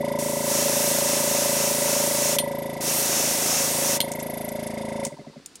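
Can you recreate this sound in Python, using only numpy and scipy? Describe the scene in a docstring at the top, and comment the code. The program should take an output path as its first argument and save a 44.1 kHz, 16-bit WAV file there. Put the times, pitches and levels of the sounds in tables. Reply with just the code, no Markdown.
"""Compressor and airbrush

A small piston compressor chugs beside a workbench: each turn of its crank thumps the housing, rings
the air line and puffs through the valves. An airbrush hisses two long bursts at a part held in the
hand, and its trigger snaps back after each. Then the motor is switched off, the piston coasts through
a few slow strokes and a metal clamp clicks as it is put down."""
import sys
import numpy as np
from scipy import signal
from scipy.fft import rfft, irfft, next_fast_len
from scipy.io import wavfile
from scipy.ndimage import uniform_filter1d

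SR = 44100
rng = np.random.default_rng(int(sys.argv[2]) if len(sys.argv) > 2 else 0)


def wrap_up_sound(samples):
    """Save the sound to the file named by the first command line argument, as 16-bit audio."""
    columns = np.atleast_2d(samples).T
    # keep every value between -1 and 1, then stretch to whole-number steps
    tamed = np.clip(columns, -1, 1)
    steps = np.round(tamed * 32767).astype(np.int16)
    wavfile.write(sys.argv[1], SR, steps)


N = 246959
TIME = np.arange(N) / SR
OPPOSITE = np.array([[1], [-1]])  # adds to the left channel, subtracts from the right


def from_db(db):
    """Turn decibels into a gain."""
    return 10 ** (np.asarray(db) / 20)


def rms_one(x):
    """Scale a signal to an average power of 1."""
    return x / np.sqrt(np.mean(x ** 2) + 1e-20)


def in_time(rows):
    """Join timed rows with straight lines, giving one curve for each column after the time."""
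    times, *columns = np.transpose(rows)
    return [np.interp(TIME, times, column) for column in columns]


def swells(rows):
    """Smooth bumps, each with its own middle, half length and height."""
    return sum(height * np.exp(-((TIME - middle) / half) ** 2) for middle, half, height in rows)


def dying(start, t60):
    """A level that jumps to 1, then falls 60 dB in t60 seconds."""
    return (TIME >= start) * from_db(-60 * np.clip((TIME - start) / t60, 0, 3))


def noise(colour):
    """Noise of power 1, shaped by rows of frequency and relative level."""
    hz, db = np.transpose(colour)
    size = next_fast_len(N)
    freqs = np.fft.rfftfreq(size, 1 / SR) + 1
    roll_off = 1 / (1 + (hz[0] / 2 / freqs) ** 4) / (1 + (freqs / hz[-1] / 2) ** 4)
    gain = roll_off * from_db(np.interp(np.log(freqs), np.log(hz), db))
    return rms_one(irfft(gain * rfft(rng.standard_normal(size)))[:N])


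def ring(drive, hz, t60):
    """Two coupled resonators: a click swells into a tone and dies away. The pitch may move."""
    spin = np.exp(2j * np.pi * np.cumsum(hz * np.ones(N)) / SR)
    decay = from_db(-60 / (t60 * SR))
    envelope = signal.lfilter([np.e * (1 - decay)], [1, -2 * decay, decay * decay], drive / spin + 1e-18)
    return np.real(spin * envelope)


def air_ring(hz, t60):
    """A tone of power 1, kept ringing by rushing air."""
    return rms_one(ring(rng.standard_normal(N), hz, t60))


def strokes(turns, angle, uneven_db):
    """One click each time the crank passes an angle; uneven_db varies their strength."""
    clicks = np.diff(np.floor(turns - angle), prepend=np.floor(turns[0] - angle))
    clicks[clicks > 0] = from_db(uneven_db * rng.standard_normal(np.count_nonzero(clicks)))
    return clicks


def knocks(turns, force, tones, uneven_db):
    """Tones struck once a turn, each at its own crank angle."""
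    return sum(from_db(db) * ring(force * strokes(turns, angle, uneven_db), hz, t60)
               for angle, hz, t60, db in tones)


def puff(turns, opens, peak_after, uneven_db):
    """Flow through a valve that opens once a turn: it swells to about 1 and dies away."""
    count, age = np.divmod(turns - opens + 1, 1)
    strength = from_db(uneven_db * rng.standard_normal(size=200))[count.astype(int)]
    return strength * (age / peak_after * np.exp(1 - age / peak_after)) ** 2


TURNS_PER_S, SAG_TURNS_PER_S, START_TURNS = 27.58, 0.32, -0.332
OFF_S, STALL_S, COAST_TURNS_PER_S, BRAKE_TURNS_PER_S2 = 5.07, 5.42, 16.4, 23.5

def crank():
    """Turns so far and share of full speed: the motor sags as pressure builds, then coasts and stalls."""
    running = TURNS_PER_S - SAG_TURNS_PER_S * (TIME / OFF_S) ** 2
    coasting = (COAST_TURNS_PER_S - BRAKE_TURNS_PER_S2 * (TIME - OFF_S)) * (TIME < STALL_S)
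    rate = np.where(TIME < OFF_S, running, coasting)
    speed = np.abs(uniform_filter1d(rate / TURNS_PER_S, SR // 20))
    return START_TURNS + np.cumsum(rate) / SR, speed


# The housing's thump and boom. Each row: crank angle in turns, pitch in Hz, ring time in seconds,
# relative level in dB.
HOUSING_TONES = [(-0.176, 254.7, 0.027, -29.5), (-0.23, 154.1, 0.041, -31), (-0.222, 228.5, 0.038, -27.5),
                 (-0.1993, 403, 0.061, -34), (0.0832, 250, 0.0063, -23.5)]
BOOM_TONES = [(-.25, 115, 0.039, -36.5), (-.22, 217, 0.1, -42)]
# The boom grows as the hand lifts away. Each row: middle and half length in seconds, gain.
BOOM_SWELL = [(4.8, 0.39, 1.0)]
SETTLE_DB, SETTLE_S = 3.5, 0.99

def housing(turns, speed, shade_db):
    """The piston thumps the housing, harder at first. Slow, soft blows lose their higher tones most."""
    thump = sum(knocks(turns, speed ** (hz / 215), [(angle, hz, t60, db)], uneven_db=0.55)
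                for angle, hz, t60, db in HOUSING_TONES)
    thump_db = -0.5 + SETTLE_DB * np.exp(-TIME / SETTLE_S) - 0.07 * shade_db
    boom = swells(BOOM_SWELL) * knocks(turns, speed ** 3, BOOM_TONES, uneven_db=2.0)
    return from_db(thump_db) * thump + boom


def drone(turns, speed, shade_db):
    """The strokes keep a tone ringing, a little lower when shaded; rushing air makes it waver."""
    pushes = speed ** 3 * strokes(turns, angle=-0.28945, uneven_db=0.0)
    tone = from_db(-19.2 - 0.9 * shade_db) * ring(pushes, hz=582.2 - 1.75 * shade_db, t60=0.049)
    waver = from_db(-40.5 - 0.4 * shade_db) * speed ** 2.2 * air_ring(hz=560, t60=0.052)
    return tone + waver


# Tones along the air's path. Each row: crank angle in turns, pitch in Hz, ring time in seconds,
# relative level in dB.
OUTLET_TONES = [(-0.25365, 596.8, 0.025, -23), (-.299, 691.3, 0.02, -26.5)]
INTAKE_TONES = [(-.587, 922.5, 0.045, -36), (-.494, 990.5, 0.02, -35.5)]
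REED_TONES = [(-.181, 2118, 0.014, -35), (-.112, 2021, 0.02, -36.5), (0.088, 2113, 0.01, -44),
              (-.212, 1700, .006, -43.5), (-0.096, 1991, 0.065, -43), (-0.14, 3540, .03, -55)]

def air_line(turns, speed, shade_db):
    """Each turn rings the outlet, the intake and the valve's reed, more weakly as the crank slows."""
    outlet = knocks(turns, speed ** 2.2, OUTLET_TONES, uneven_db=1.05)
    intake = knocks(turns, speed ** 1.9, INTAKE_TONES, uneven_db=1.0)
    reed = knocks(turns, speed ** 2.3, REED_TONES, uneven_db=1.8)
    return outlet + from_db(3.5 - 0.67 * shade_db) * intake + from_db(-0.15 * shade_db) * reed


# The bench's hum. Each row: multiple of the crank speed, level at full speed in dB.
BENCH_TONES = [(1, -34), (2, -51), (3, -53)]

def bench(turns, speed):
    """The bench shakes in step with the crank."""
    return speed ** 4 * sum(from_db(db) * np.sin(2 * np.pi * k * turns) for k, db in BENCH_TONES)


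# How well the pump is heard past the arms. Each row: time in seconds, relative level in dB.
PAST_ARMS = [(0.05, -28), (1.05, -28), (2.38, -28), (2.74, -36), (3.46, -38.5), (3.89, -31), (4.56, -42),
             (5.03, -32)]
# The echo off the arms. Each row: time in seconds, delay in milliseconds, share echoed.
ARM_ECHO = [(0, 5.4, 0.046), (2.3, 5.1, 0.054), (2.6, 4.47, 0.14), (3.9, 4.84, 0.28), (4.15, 5, 0.09),
            (4.45, 5.6, 0.092), (4.75, 6.7, 0.076), (5.05, 6.14, 0.065)]

def pump_behind_arms(turns, speed):
    """Moving arms shade the pump's sound; their shifting echo lifts some tones and hollows others."""
    level_db, = in_time(PAST_ARMS)
    shade_db = level_db.max() - level_db
    pump = housing(turns, speed, shade_db) + drone(turns, speed, shade_db)
    pump += air_line(turns, speed, shade_db) + bench(turns, speed)
    delay_ms, share = in_time(ARM_ECHO)
    return pump - share * np.interp(TIME - delay_ms / 1000, TIME, pump)


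# The hiss of the valves. Each row: frequency in Hz, relative level in dB.
VALVE_COLOUR = [(1100, -1.5), (1600, 2.5), (2700, 0), (4000, -4), (4900, -4.5), (6000, -4), (8500, -9.5),
                (9800, -7.5), (12000, -23), (13000, -14), (15500, -28)]
# The cylinder head's tones. Each row: pitch in Hz, ring time in seconds, relative level in dB.
HEAD_TONES = [(3550, 0.015, -54), (4920, 0.0077, -57.5), (5370, 0.0083, -61.5), (6730, 0.0042, -63),
              (8340, .006, -57), (10490, 0.011, -56), (11400, .004, -66.5)]

def valve_air(turns, speed):
    """Each stroke pushes out a puff of hiss that rings the cylinder head."""
    hiss = from_db(-45.5) * noise(VALVE_COLOUR)
    head = sum(from_db(db) * air_ring(hz, t60) for hz, t60, db in HEAD_TONES)
    flow = 0.13 + puff(turns, opens=-0.18, peak_after=0.33, uneven_db=1.5)
    return (hiss + head) * speed ** 4 * flow


# The seal's squeaks. 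Each row: crank angle in turns, pitch in Hz, ring time in seconds, level in dB,
# late fade in dB per second (below zero it grows).
SEAL_TONES = [(-.15, 11600, 0.005, -50.5, 24), (-.06, 10630, 0.0089, -53, -3)]
# The squeak grows or dries up for a spell. Each row: middle and half length in seconds, change in dB.
SQUEAK_SWELLS = [(4.34, 0.27, 8), (4.78, 0.044, -5)]
SEAL_FADES_FROM_S = 4.48

def seal_squeak(turns, speed):
    """The piston's seal rubs on every stroke and squeaks high, then lower."""
    fading_s = np.maximum(TIME - SEAL_FADES_FROM_S, 0)
    squeak = 0
    for angle, hz, t60, db, fade_db_per_s in SEAL_TONES:
        rub = speed ** 5 * puff(turns, opens=angle, peak_after=0.13, uneven_db=1.5)
        squeak += from_db(db - fade_db_per_s * fading_s) * rms_one(rub * air_ring(hz, t60))
    return from_db(swells(SQUEAK_SWELLS)) * squeak


# The workshop's background. Each row: frequency in Hz, relative level in dB.
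WORKSHOP_COLOUR = [(30, 19.5), (100, -1), (300, 6.5), (600, -4.5), (1200, -6), (3200, -9), (4600, -6),
                   (6000, -12.5), (10000, -21), (16000, -37)]

def workshop():
    """A faint, low rush, nearly the same on both sides."""
    return from_db(-51.5) * noise(WORKSHOP_COLOUR) + from_db(-65.5) * noise(WORKSHOP_COLOUR) * OPPOSITE


# The bursts. Each row: when the air opens, the pull is halfway and the air is shut, all in seconds,
# then relative level in dB.
BURSTS = [(0.185, 0.464, 2.374, 0), (2.805, 2.84, 3.986, -0.07)]
OPEN_S, PULL_S, SHUT_S = 0.0052, 0.09, 0.02

def trigger():
    """Press for air, pull for paint: gives how open the valve is and the share of pull still to go."""
    valve, unpulled = 0, 0
    for opens, pulled, shuts, db in BURSTS:
        held = np.clip((TIME - opens) / OPEN_S, 0, 1) * np.clip((shuts - TIME) / SHUT_S, 0, 1)
        valve += from_db(db) * held
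        unpulled += (held > 0) * np.clip(0.5 - (TIME - pulled) / PULL_S, 0, 1)
    return valve, unpulled


# The jet's sweeps over the part. Each row: middle and half length in seconds, rise of paint hiss in dB.
PASSES = [(.56, 0.1, 6), (.85, 0.25, 7.5), (1.14, .08, 6.5), (1.38, 0.12, 8.5), (1.63, 0.1, 8.5),
          (1.95, 0.14, 8.5), (2.28, 0.11, 9.5), (2.885, 0.053, 7.5), (3.18, 0.2, 10.5), (3.56, 0.15, 11),
          (3.91, 0.099, 9.5)]
# The top of the hiss flares up. Each row: middle and half length in seconds, level in dB.
FLARES = [(.9, .15, -32.5), (2.985, .06, -28)]
# The spray's four noises. Each row: frequency in Hz, relative level in dB.
IMPACT_COLOUR = [(100, -5), (200, 1.5), (450, 5), (800, 3), (1400, 0), (2500, -0.5), (4000, -3.5),
                 (7000, -2.5)]
PAINT_COLOUR = [(3500, -14), (4700, -11.5), (5400, 5.5), (6600, 5), (7600, -3.5), (9500, -23.5),
                (14000, -21.5)]
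NOZZLE_COLOUR = [(1000, -94), (2700, -7), (4300, 0), (6000, 0), (8200, 5), (10000, 5.5), (12000, 2.5),
                 (14000, 0.5), (16000, -2.5)]
FLARE_COLOUR = [(5000, -25), (8500, -3), (11500, 2), (14000, -1), (16000, -11)]

def spray():
    """Air and paint hiss from the nozzle; the jet rushes against the part and rings the cupped hand."""
    valve, unpulled = trigger()
    pass_db = swells(PASSES) * (1 - unpulled)
    paint_db = -37.5 - 2.5 * unpulled + pass_db
    impact = from_db(-33 - 6.5 * unpulled + 0.44 * pass_db) * noise(IMPACT_COLOUR)
    paint = from_db(paint_db) * noise(PAINT_COLOUR)
    nozzle = from_db(-27 - 6 * unpulled - 0.04 * pass_db) * noise(NOZZLE_COLOUR)
    flare = swells([(middle, half, from_db(db)) for middle, half, db in FLARES]) * noise(FLARE_COLOUR)
    cupped_hand = from_db(paint_db - 15) * air_ring(hz=2664, t60=0.017)
    return valve * (impact + paint + nozzle + flare + cupped_hand)


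# The trigger's hits. Each row: start in seconds, crack level in dB, ring level in dB.
SNAPS = [(2.3856, -9, -7.5), (2.3883, -11.5, -12), (2.395, -28, -16.5), (4.0037, -12, -12.5),
         (4.0052, -13.5, -20), (4.013, -17, -28)]
# The airbrush's metal body. Each row: pitch in Hz, relative level in dB, ring time in seconds.
BODY_TONES = [(2045, -20, 0.054), (3093, -17.5, 0.068), (4200, -15, 0.12), (4280, -27, 0.048),
              (5760, -27, .05), (9340, -16.5, 0.27), (12120, -21, 0.047)]
# The crack. Each row: frequency in Hz, relative level in dB.
CRACK_COLOUR = [(1200, -34.5), (2000, -7), (3200, 10), (4400, 1.5), (5300, -2.5), (6400, -1), (8000, -6),
                (10000, -4), (12000, 6.5), (13500, -7), (16000, -18.5)]

def trigger_snaps():
    """The trigger springs back with a crack, bounces and rings the body until the finger damps it."""
    hits, age = np.zeros(N), TIME[:SR // 8]
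    crack = 0
    for start, crack_db, ring_db in SNAPS:
        hits[round(start * SR)] = from_db(ring_db)
        crack += from_db(crack_db) * (dying(start, t60=0.0052) + 0.13 * dying(start, t60=0.067))
    body = sum(from_db(db - 60 * age / t60) * np.sin(2 * np.pi * hz * age) for hz, db, t60 in BODY_TONES)
    finger = np.exp(-(age / 0.036) ** 4)
    return crack * noise(CRACK_COLOUR) + signal.oaconvolve(hits, body * finger)[:N]


# Light clicks. Each row: start in seconds, level in dB, fade time in seconds.
CLICKS = [(4.1173, -26, 0.036), (4.136, -36, 0.033), (4.2, -34.5, 0.074), (4.489, -31, 0.027),
          (4.674, -34, 0.029), (5.05, -22, 0.044), (5.067, -35, .06), (5.46, -31.5, 0.028),
          (5.5554, -34.5, 0.038)]
# Their brightness. Each row: frequency in Hz, relative level in dB.
CLICK_COLOUR = [(1500, -31), (2500, -9), (4000, -11), (5500, -3.5), (7000, 2), (8800, 1), (10500, -6),
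                (13000, -18), (16000, -19)]

def clamp_and_switch():
    """Small metal parts touch, each with a short, bright click."""
    return sum(from_db(db) * dying(start, t60) for start, db, t60 in CLICKS) * noise(CLICK_COLOUR)


def room(x, t60):
    """A wash of echoes from bench and walls, slightly different on each side."""
    age = TIME[:SR // 2]
    tails = rng.standard_normal((2, len(age))) * from_db(-60 * age / t60) * (age > 0.003)
    tails /= np.sqrt(np.sum(tails[0] ** 2))
    mid, side = signal.fftconvolve(x[None], tails, axes=1)[:, :N]
    return mid + 0.077 * side * OPPOSITE


WALL_DB, WALL_ABOVE_HZ, WALL_LAG_S = -19, 5600, 0.012

def with_wall_echo(x):
    """The treble bounces off a wall and reaches left and right with opposite signs."""
    treble = signal.sosfilt(signal.butter(6, WALL_ABOVE_HZ, "high", fs=SR, output="sos"), x)
    echo = np.pad(treble, (round(WALL_LAG_S * SR), 0))[:N]
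    return x + from_db(WALL_DB) * echo * OPPOSITE


def scene():
    """Everything sits close by, near the middle of a small room."""
    turns, speed = crank()
    pump = pump_behind_arms(turns, speed) + valve_air(turns, speed) + seal_squeak(turns, speed)
    handling = trigger_snaps() + clamp_and_switch()
    echoes = room(from_db(-14.5) * pump + from_db(-18) * handling, t60=0.36)
    return workshop() + with_wall_echo(pump + spray() + handling) + echoes


# The tones a microphone's grille lifts. Each row: frequency in Hz, width in Hz, boost in dB.
GRILLE_PEAKS = [(2760, 150, 0), (3650, 200, 1), (4810, 99, 2), (5760, 200, 2), (6760, 100, 3.5),
                (7680, 120, 3.5), (8630, 390, 3), (11550, 160, 1)]
LOW_CUT_HZ, HIGH_CUT_HZ = 121, 15800

def record(dry):
    """The grille colours the treble, the deep bass is filtered out and the top is cut steeply."""
    for hz, width, db in GRILLE_PEAKS:
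        band = signal.lfilter(*signal.iirpeak(hz, hz / width, fs=SR), dry)
        dry = dry + (from_db(db) - 1) * band
    dry = signal.sosfilt(signal.butter(2, LOW_CUT_HZ, "high", fs=SR, output="sos"), dry)
    return signal.sosfilt(signal.ellip(12, 0.1, 80, HIGH_CUT_HZ, fs=SR, output="sos"), dry)


dry = scene()
out = record(dry)
wrap_up_sound(out)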